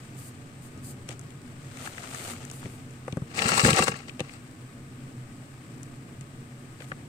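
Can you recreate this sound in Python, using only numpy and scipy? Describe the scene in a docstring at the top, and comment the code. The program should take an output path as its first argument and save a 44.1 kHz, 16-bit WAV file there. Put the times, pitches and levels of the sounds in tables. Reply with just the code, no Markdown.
"""A tub of live mealworms in dry oat flakes, heard from close by in a humming room; the left port faces it.
Throughout, filtered noise makes the machinery rumble and fine random grains make the larvae's steady crackle.
First fingertips brush the bedding, then stir and scoop it: dense grains crunch and smooth ones hiss.
Next the tub is gripped and shaken: noise grains slide in surges, modes ring at knocks, flakes crack.
The load settles; the crawl goes on alone but for a few late cracks and one last light touch."""
import sys
import numpy as np
from scipy import signal
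from scipy.fft import rfft, irfft, next_fast_len
from scipy.io import wavfile
from scipy.ndimage import uniform_filter1d

SR = 44100
rng = np.random.default_rng(int(sys.argv[2]) if len(sys.argv) > 2 else 0)


def bounce(signal):
    """Save signal as a 16-bit WAV file at the path given by the first command-line argument."""
    frames = np.transpose(np.atleast_2d(signal))
    limited = np.clip(frames, -1, 1)
    pcm = np.round(limited * 32767).astype(np.int16)
    wavfile.write(sys.argv[1], SR, pcm)


N = 312218
SIZE = next_fast_len(N + SR // 2)      # transform length, with room for filter tails
HZ = np.maximum(np.arange(SIZE // 2 + 1) * SR / SIZE, 1)


def from_db(db):
    """Decibel law: 20 dB is a tenfold amplitude."""
    return 10 ** (np.asarray(db) / 20)


def in_time(rows):
    """Envelope: levels in dB joined by straight lines, silent outside their span."""
    s, db = np.transpose(rows)
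    return np.interp(np.arange(N) / SR, s, db, left=-150, right=-150)


def at_hz(points):
    """Logarithmic frequency scale: values joined by straight lines over log frequency."""
    hz, value = np.transpose(points)
    return np.interp(np.log(HZ), np.log(hz), value)


def drift(rate_hz):
    """Low-passed noise: a slow random curve of spread 1, from a double pole at the given rate."""
    step = 40      # samples between computed points
    pole = np.exp(-2 * np.pi * rate_hz * step / SR)
    noise = rng.standard_normal(N // step + 2002)
    slow = signal.lfilter([1], [1, -2 * pole, pole * pole], noise)[2000:]      # run-in dropped
    return np.interp(np.arange(N) / step, np.arange(len(slow)), slow / slow.std())


def colour(pair, spectrum, facing, likeness, peaks=()):
    """Minimum-phase filtering and stereo coherence: two signals take on a spectrum and reach two ports."""
    level_db = at_hz(spectrum)
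    for hz, width, db in peaks:
        level_db = level_db + db / (1 + (2 * (HZ - hz) / width) ** 2)
    cepstrum = irfft(level_db * np.log(10) / 20, SIZE)
    cepstrum[1:SIZE // 2] *= 2      # folding gives minimum phase
    cepstrum[SIZE // 2 + 1:] = 0
    mean_power = np.mean(from_db(2 * level_db))
    tone = np.exp(rfft(cepstrum)) / np.sqrt(mean_power)
    alike = np.clip(at_hz(likeness), -.97, .97)
    shared, apart = rfft(pair, SIZE) * tone * np.sqrt([1 + alike, 1 - alike])
    lean = from_db(at_hz(facing) / 2)      # half of the difference to each port
    ports = irfft([(shared + apart) * lean, (shared - apart) / lean], SIZE)[:, :N]
    return ports / np.cosh(np.log(lean)).mean()


def grains(per_s, spread_db, clump_db, clump_rate, grain_ms):
    """Shot noise: tiny contacts at random moments, with drifting size, set the power of noise bursts."""
    born = rng.random(N) < per_s / SR
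    scatter_db = spread_db * np.minimum(rng.exponential(1, N), 5)
    sizes = from_db(scatter_db + clump_db * drift(clump_rate))
    decay = np.exp(-1000 / (grain_ms * SR))      # power falls to 1/e in grain_ms
    power = signal.lfilter([1], [1, -decay], born * sizes ** 2 + 1e-12)
    return np.sqrt(power / power.mean()) * rng.standard_normal((2, N))


def swells(start, length, db, rise, t60):
    """Attack and exponential decay: summed gain of events that swell over a share of their length."""
    t = np.arange(N) / SR
    total = 0
    for s, n, d in zip(start, length, db):
        attack = np.clip((t - s) / (n * np.clip(rise, .05, 1)), 0, 1) ** 2
        decay_db = 60 * np.clip((t - s - n) / t60, 0, 3)      # begins after the length is over
        total = total + from_db(d - decay_db) * attack
    return total


# Room and bedding: (frequency [Hz], left-right likeness [-1 to 1])
LIKENESS = [(60, 1), (130, 1), (290, 0.96), (640, 0.5), (1410, -0.19), (3100, 0.1), (6820, -0.038),
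            (15000, 0.059)]
# Far and steady sounds: (frequency [Hz], left minus right [dB])
FACING = [(60, 1.5), (150, -1), (380, 1), (950, 1), (2380, 7), (5980, 7), (15000, -1)]
# Spectrum of the machinery rumble: (frequency [Hz], relative level [dB])
ROOM_SPECTRUM = [(12, -8.5), (20, -36), (64, -14), (75, -13), (97, -4.5), (111, -7.5), (129, -1),
                 (160, -8.5), (216, -10), (247, -5), (358, -13.5), (476, -20.5), (633, -27), (962, -29),
                 (1100, -52), (1430, -68), (2420, -120)]
# Low room resonances: (frequency [Hz], width [Hz], height above surroundings [dB])
HUM_PEAKS = [(129.3, 35, 6.5), (241, 10.7, 5), (463.4, 9.4, 10), (574, 13.3, 12)]
ROOM_DB = -46      # gain of the coloured noise


def room():
    """Room resonance: wavering machinery rumble is reinforced at the room's low modes."""
    air = rng.standard_normal((2, N)) * from_db(.9 * drift(2.5))
    return from_db(ROOM_DB) * colour(air, ROOM_SPECTRUM, FACING, LIKENESS, HUM_PEAKS)


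# Spectrum of the crawling: (frequency [Hz], relative level [dB])
CRAWL_SPECTRUM = [(410, -18), (700, 0), (958, -7.5), (1120, 0), (1360, -6), (1480, -1.5), (1660, -3),
                  (2330, -5.5), (3600, -13), (6650, -16.5), (8100, -7.5), (10100, -21.5), (15200, -24),
                  (16000, -34)]
# Spectrum of fine hard contacts, also heard in the shaken load: (frequency [Hz], relative level [dB])
GRIT_SPECTRUM = [(2350, -43), (4000, -2.5), (6470, -9.5), (7930, 3.5), (8400, 1), (10700, -15.5),
                 (13100, -19), (15100, -18), (16000, -18)]
CRAWL_DB, TICKS_DB = -56.5, -19      # gain of the whole crawl; ticks against the even hiss


def larvae():
    """Superposition of contacts: countless legs blur into an even hiss, with sparse ticks on flakes."""
    blur = grains(12000, spread_db=1.5, clump_db=.5, clump_rate=14, grain_ms=.6)
    ticks = grains(25, spread_db=3.0, clump_db=1.0, clump_rate=4, grain_ms=.8)
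    ticks = from_db(TICKS_DB) * colour(ticks, GRIT_SPECTRUM, FACING, LIKENESS)
    peaks = [(1252, 41, 8.1), (8860, 2600, 1.7)]      # (frequency [Hz], width [Hz], height [dB])
    even = colour(blur, CRAWL_SPECTRUM, FACING, LIKENESS, peaks)
    return from_db(CRAWL_DB) * (even + ticks)


# Fingers pushing flakes aside: (time [s], level [dB])
STIR = [(0, -59), (.1, -63.5), (1.05, -74), (1.56, -82), (1.6, -60), (1.75, -53.5), (1.86, -43),
        (1.92, -51), (2.05, -49), (2.2, -42), (2.32, -41), (2.36, -51), (2.45, -54), (3.05, -67.5)]
# Separate light fingertip strokes: (start [s], length [s], skin hiss level [dB], crunch level [dB])
STROKES = [(.02, 0.057, -73, -76), (0.139, 0.15, -52.5, -70), (0.601, 0.07, -57, -80),
           (0.814, 0.1, -48.5, -68), (1.068, .06, -66, -49.5), (2.505, .1, -56.5, -76),
           (2.625, 0.044, -65, -53.5), (2.67, 0.1, -61, -84), (6.792, 0.054, -62, -56),
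           (6.868, 0.033, -60, -65)]
# Spectrum of crunching flakes: (frequency [Hz], relative level [dB])
FLAKES_SPECTRUM = [(210, -33.5), (350, -0.5), (640, -1.5), (686, 2), (1050, -9), (1250, 0), (1680, -6),
                   (2080, -4.5), (5320, -12.5), (8220, -6.5), (10000, -25), (13000, -51), (22000, -120)]
# Spectrum of the skin hiss: (frequency [Hz], relative level [dB])
BRUSH_SPECTRUM = [(2350, -70), (4000, 1), (4840, 6.5), (5220, -1.5), (8550, 17), (11400, 3.5), (12700, 4),
                  (14900, 7), (16000, -73)]
# The hand: (frequency [Hz], left minus right [dB])
FACING_HAND = [(60, 0.5), (150, -0.5), (380, 0), (950, 6), (2380, 9), (5980, 5.5), (15000, -2.5)]
SKIN_DB, STIR_FULL_DB = -45.5, -40.5      # skin hiss level when the stir is at its full level
SKIN_FOLLOWS = 1.24      # dB of hiss per dB of stir
STROKE_RISE, STROKE_T60_S = 0.34, 0.082   # share of length spent swelling; dying away after the lift


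def hand():
    """Granular friction: pushed flakes crunch densely while fingertips hiss smoothly."""
    stir_db = in_time(STIR)
    start, length, hiss_db, crunch_db = np.transpose(STROKES)
    skin_db = SKIN_DB + SKIN_FOLLOWS * (stir_db - STIR_FULL_DB)
    pushed = from_db(stir_db) + swells(start, length, crunch_db, STROKE_RISE, STROKE_T60_S)
    brushing = from_db(skin_db) + swells(start, length, hiss_db, STROKE_RISE, STROKE_T60_S)
    crunch = grains(3500, spread_db=3.0, clump_db=1.5, clump_rate=30, grain_ms=.7)
    hiss = grains(12000, spread_db=1.2, clump_db=.8, clump_rate=40, grain_ms=.4)
    return (pushed * colour(crunch, FLAKES_SPECTRUM, FACING_HAND, LIKENESS)
            + brushing * colour(hiss, BRUSH_SPECTRUM, FACING_HAND, LIKENESS))


# Single flakes cracking, peaks ahead of the mix to the ports:
# (time [s], body peak [dB], body pitch [Hz], bright edge peak [dB])
SNAPS = [(0.776, -54, 1230, -49), (1.0892, -34, 2550, -27.5), (1.1067, -38.5, 2470, -40),
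         (1.124, -50, 2500, -42), (1.1934, -47, 1240, -34), (1.213, -50, 1240, -45),
         (1.3054, -50, 2500, -44), (1.772, -40.5, 2060, -38.5), (1.8613, -35, 2030, -52),
         (1.8738, -29, 1260, -51), (1.9796, -30.5, 1950, -42), (2.0388, -35, 1140, -42),
         (2.147, -30.5, 1630, -30.5), (2.3343, -35, 1460, -39), (2.4507, -41.5, 2040, -31.5),
         (2.4998, -39.5, 3040, -36), (2.5133, -43, 1300, -28), (2.628, -39, 1120, -58),
         (2.6568, -37.5, 2090, -54), (2.908, -55, 2500, -45), (3.0803, -31, 1330, -43),
         (3.1242, -34.5, 2560, -37), (3.1703, -35, 1390, -37.5), (3.219, -40, 1120, -59),
         (3.391, -16, 2680, -27), (3.42, -20, 2500, -33), (3.4894, -17, 1200, -18),
         (3.5771, -13.5, 1170, -25), (3.648, -8.5, 1650, -10), (3.6892, -12, 1090, -26),
         (3.7308, -14, 2760, -19), (3.7632, -23, 3950, -17), (3.787, -17, 1260, -30),
         (3.823, -15, 1140, -21), (3.8712, -19, 1090, -32), (3.8809, -12.5, 1390, -17),
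         (3.9407, -32, 1610, -46), (4.083, -41, 4120, -49), (4.094, -32, 2570, -47),
         (4.1951, -28, 2510, -33), (4.2042, -23.5, 2580, -27.5), (4.293, -38.5, 2130, -58),
         (5.8315, -56, 1230, -35), (6.21, -44, 2500, -36), (6.804, -38.5, 2250, -55),
         (6.8206, -40, 2000, -57), (6.9174, -26.5, 1590, -60)]
# The shaken tub: (frequency [Hz], left minus right [dB])
FACING_TUB = [(60, 4), (150, 13), (380, 4.5), (950, 4), (2380, 12), (5980, 10), (15000, 0.5)]
# Tub walls, in opposed phase in the middle range: (frequency [Hz], left-right likeness [-1 to 1])
LIKENESS_TUB = [(60, 0.58), (99, 1), (160, 0.9), (270, 0.68), (450, 1), (740, 0.08), (1220, -0.45),
                (2010, -0.52), (3330, -0.3), (5500, 0.24), (9080, -0.037), (15000, -0.11)]
SNAP_T60_S, EDGE_T60_S = 0.02, 0.01      # decay of the noise behind body and edge


def snaps():
    """Brittle fracture: each crack is a dying noise burst, a body near its pitch and a bright edge."""
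    out, t = np.zeros((2, N + SR)), np.arange(SR // 10) / SR
    edge_band = signal.butter(2, [5800, 9600], "band", fs=SR, output="sos")
    t60 = np.array([SNAP_T60_S, EDGE_T60_S])[:, None, None]
    for s, body_db, hz, edge_db in SNAPS:
        burst = rng.standard_normal((2, 2, len(t))) * from_db(-60 * t / t60)
        body_band = signal.butter(2, [hz / 1.4, hz * 1.3], "band", fs=SR, output="sos")
        body = signal.sosfilt(body_band, burst[0])
        edge = signal.sosfilt(edge_band, burst[1]) + 0.16 * burst[1]
        at = round(s * SR)
        for part, db in ((body, body_db), (edge, edge_db)):
            out[:, at:at + len(t)] += from_db(db) * part / np.abs(part).max(axis=1, keepdims=True)
    flat = [(100, 0), (16000, 0)]      # (frequency [Hz], level [dB])
    return colour(out[:, :N], flat, FACING_TUB, LIKENESS_TUB)


# Knocks on the tub, peaks ahead of the bass cut:
# (time [s], peak [dB], pitch favoured by the contact [Hz])
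KNOCKS = [(1.094, -34, 410), (2.649, -28, 139), (2.659, -23.5, 163), (3.080, -23.5, 495), (3.128, -21, 152),
          (3.171, -16, 184), (3.22, -20, 148), (3.455, -17.5, 135), (3.473, -20, 250), (3.575, -28, 480),
          (3.635, -11, 140), (3.651, -4.5, 167), (3.668, -27, 256), (3.68, -9.5, 570), (3.790, -9, 694),
          (3.812, -24.5, 397), (3.832, -19.5, 396), (3.881, -15, 530), (4.195, -27.5, 417),
          (4.205, -19.5, 434), (4.209, -21.5, 163), (6.807, -37.5, 500), (6.917, -29.5, 600),
          (6.922, -30, 140)]
# Modes of the tub: (frequency [Hz], relative level before the contact's weighting [dB], t60 [s])
TUB_MODES = [(142, -3.5, 0.036), (172, -14.5, 0.054), (241, -1.5, 0.029), (367, -0.5, 0.039),
             (510, 7.5, 0.026), (765, 2, 0.04), (1156, 9, 0.049)]


def knocks():
    """Modal excitation: a rounded push rings the tub's modes, those near the favoured pitch most."""
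    out, t = np.zeros(N + SR), np.arange(SR // 5) / SR
    mode_hz, mode_db, t60 = np.transpose(TUB_MODES)[:, :, None]
    for s, db, hz in KNOCKS:
        off_db = 16 * np.abs(np.log2(mode_hz / hz))      # 16 dB per octave away from the favoured pitch
        weight_db = mode_db - off_db + rng.normal(0, 1.5, mode_hz.shape)
        modes = from_db(weight_db - 60 * t / t60) * np.sin(2 * np.pi * mode_hz * t)
        ring = modes.sum(axis=0)
        ring *= 1 - np.exp(-t * hz * 3.6)      # the push builds over part of a cycle
        at = round(s * SR)
        out[at:at + len(t)] += from_db(db) * ring / np.abs(ring).max()
    bass_cut = signal.butter(2, 85, "high", fs=SR, output="sos")      # the microphone passes little deep bass
    return signal.sosfilt(bass_cut, out[:N]) * from_db([[1.2], [-1.2]])      # left, right


# Tub shaken, then the load settles: (time [s], sliding load level [dB])
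SHAKE = [(3.27, -67), (3.314, -55.5), (3.388, -30.5), (3.48, -28), (3.598, -21.5), (3.622, -33.5),
         (3.654, -19), (3.722, -27), (3.755, -28.5), (3.795, -23.5), (3.815, -28), (3.836, -25.5),
         (3.858, -35), (3.884, -27.5), (3.902, -39.5), (4.072, -57.5), (4.088, -42.5), (4.11, -71),
         (4.28, -57), (4.345, -53), (4.4, -68)]
# Spectrum of the sliding load: (frequency [Hz], relative level [dB])
LOAD_SPECTRUM = [(180, -34), (300, -8), (494, -5.5), (1000, -11), (1130, -5), (1510, -13), (1930, -5),
                 (3380, -17.5), (5500, -16.5), (7150, -18.5), (12100, -120)]
# Wall resonances: (frequency [Hz], width [Hz], height above surroundings [dB])
WALL_PEAKS = [(500, 27, 1.3), (795, 110, 10.4), (1135, 31, 8.6), (1330, 114, 9.6), (1628, 26, 12.2),
              (1840, 68, 1.4), (2740, 270, 9.8), (3900, 140, 4.5), (4400, 190, 5.8)]
# Spectrum of the flexing walls: (frequency [Hz], relative level [dB])
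RUMBLE_SPECTRUM = [(15, -43), (25, -25), (155, -1.5), (237, -3), (281, -17.5), (333, -11.5), (404, -14),
                   (450, -5), (580, -29.5), (990, -120)]
GRIT_BELOW_DB, RUMBLE_BELOW_DB = 5.5, 10   # under the sliding load
FLEX_BELOW_DB, FLEX_T60_S = 12.5, 0.12     # flexing after a knock: under the knock's peak; decay
LOOSE_DB = -37      # load level above which the walls flex freely


def shake():
    """Granular flow and forced vibration: the load slides in surges and rattles the walls."""
    load = from_db(in_time(SHAKE))
    knock_s, knock_db, _ = np.transpose(KNOCKS)
    grit = load * from_db(-GRIT_BELOW_DB)
    freedom = np.minimum(load / from_db(LOOSE_DB), 1)
    flex_length = np.full(len(knock_s), .006)      # seconds, all spent swelling
    flex = freedom * swells(knock_s, flex_length, knock_db - FLEX_BELOW_DB, 1, FLEX_T60_S)
    rumble = load * from_db(-RUMBLE_BELOW_DB) + flex
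    lumps = grains(1400, spread_db=3.3, clump_db=3.0, clump_rate=40, grain_ms=2.0)
    fines = grains(2000, spread_db=3.6, clump_db=3.0, clump_rate=30, grain_ms=.7)
    flexing = grains(300, spread_db=3.0, clump_db=3.5, clump_rate=20, grain_ms=3.0)
    return (colour(load * lumps, LOAD_SPECTRUM, FACING_TUB, LIKENESS_TUB, WALL_PEAKS)
            + colour(grit * fines, GRIT_SPECTRUM, FACING_TUB, LIKENESS_TUB)
            + colour(rumble * flexing, RUMBLE_SPECTRUM, FACING, LIKENESS))


def scene():
    """Linear superposition: all sources add at the two ports."""
    return room() + larvae() + hand() + snaps() + knocks() + shake()


SQUEEZE_FROM_DB, SQUEEZE_SHARE = -25, 0.21      # gain control: threshold; dB of cut per dB above it
RECOVER_DB_PER_S, CUTOFF_HZ = 6, 15800


def record(dry):
    """Gain control and saturation: loud sound sinks the gain, peaks are rounded, the top is cut steeply."""
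    power = uniform_filter1d((dry ** 2).mean(axis=0), size=882)      # 20 ms mean
    level_db = 10 * np.log10(power + 1e-12)
    wanted_db = SQUEEZE_SHARE * np.maximum(level_db - SQUEEZE_FROM_DB, 0)
    ramp = RECOVER_DB_PER_S * np.arange(N) / SR
    cut_db = np.maximum.accumulate(wanted_db + ramp) - ramp      # cut rises at once, recovers slowly
    squeezed = dry * from_db(-uniform_filter1d(cut_db, size=441))      # cut smoothed over 10 ms
    rounded = .95 * np.tanh(squeezed / .95)
    low_pass = signal.ellip(12, .5, 90, CUTOFF_HZ, fs=SR, output="sos")
    return signal.sosfilt(low_pass, rounded)


dry = scene()
out = record(dry)
bounce(out)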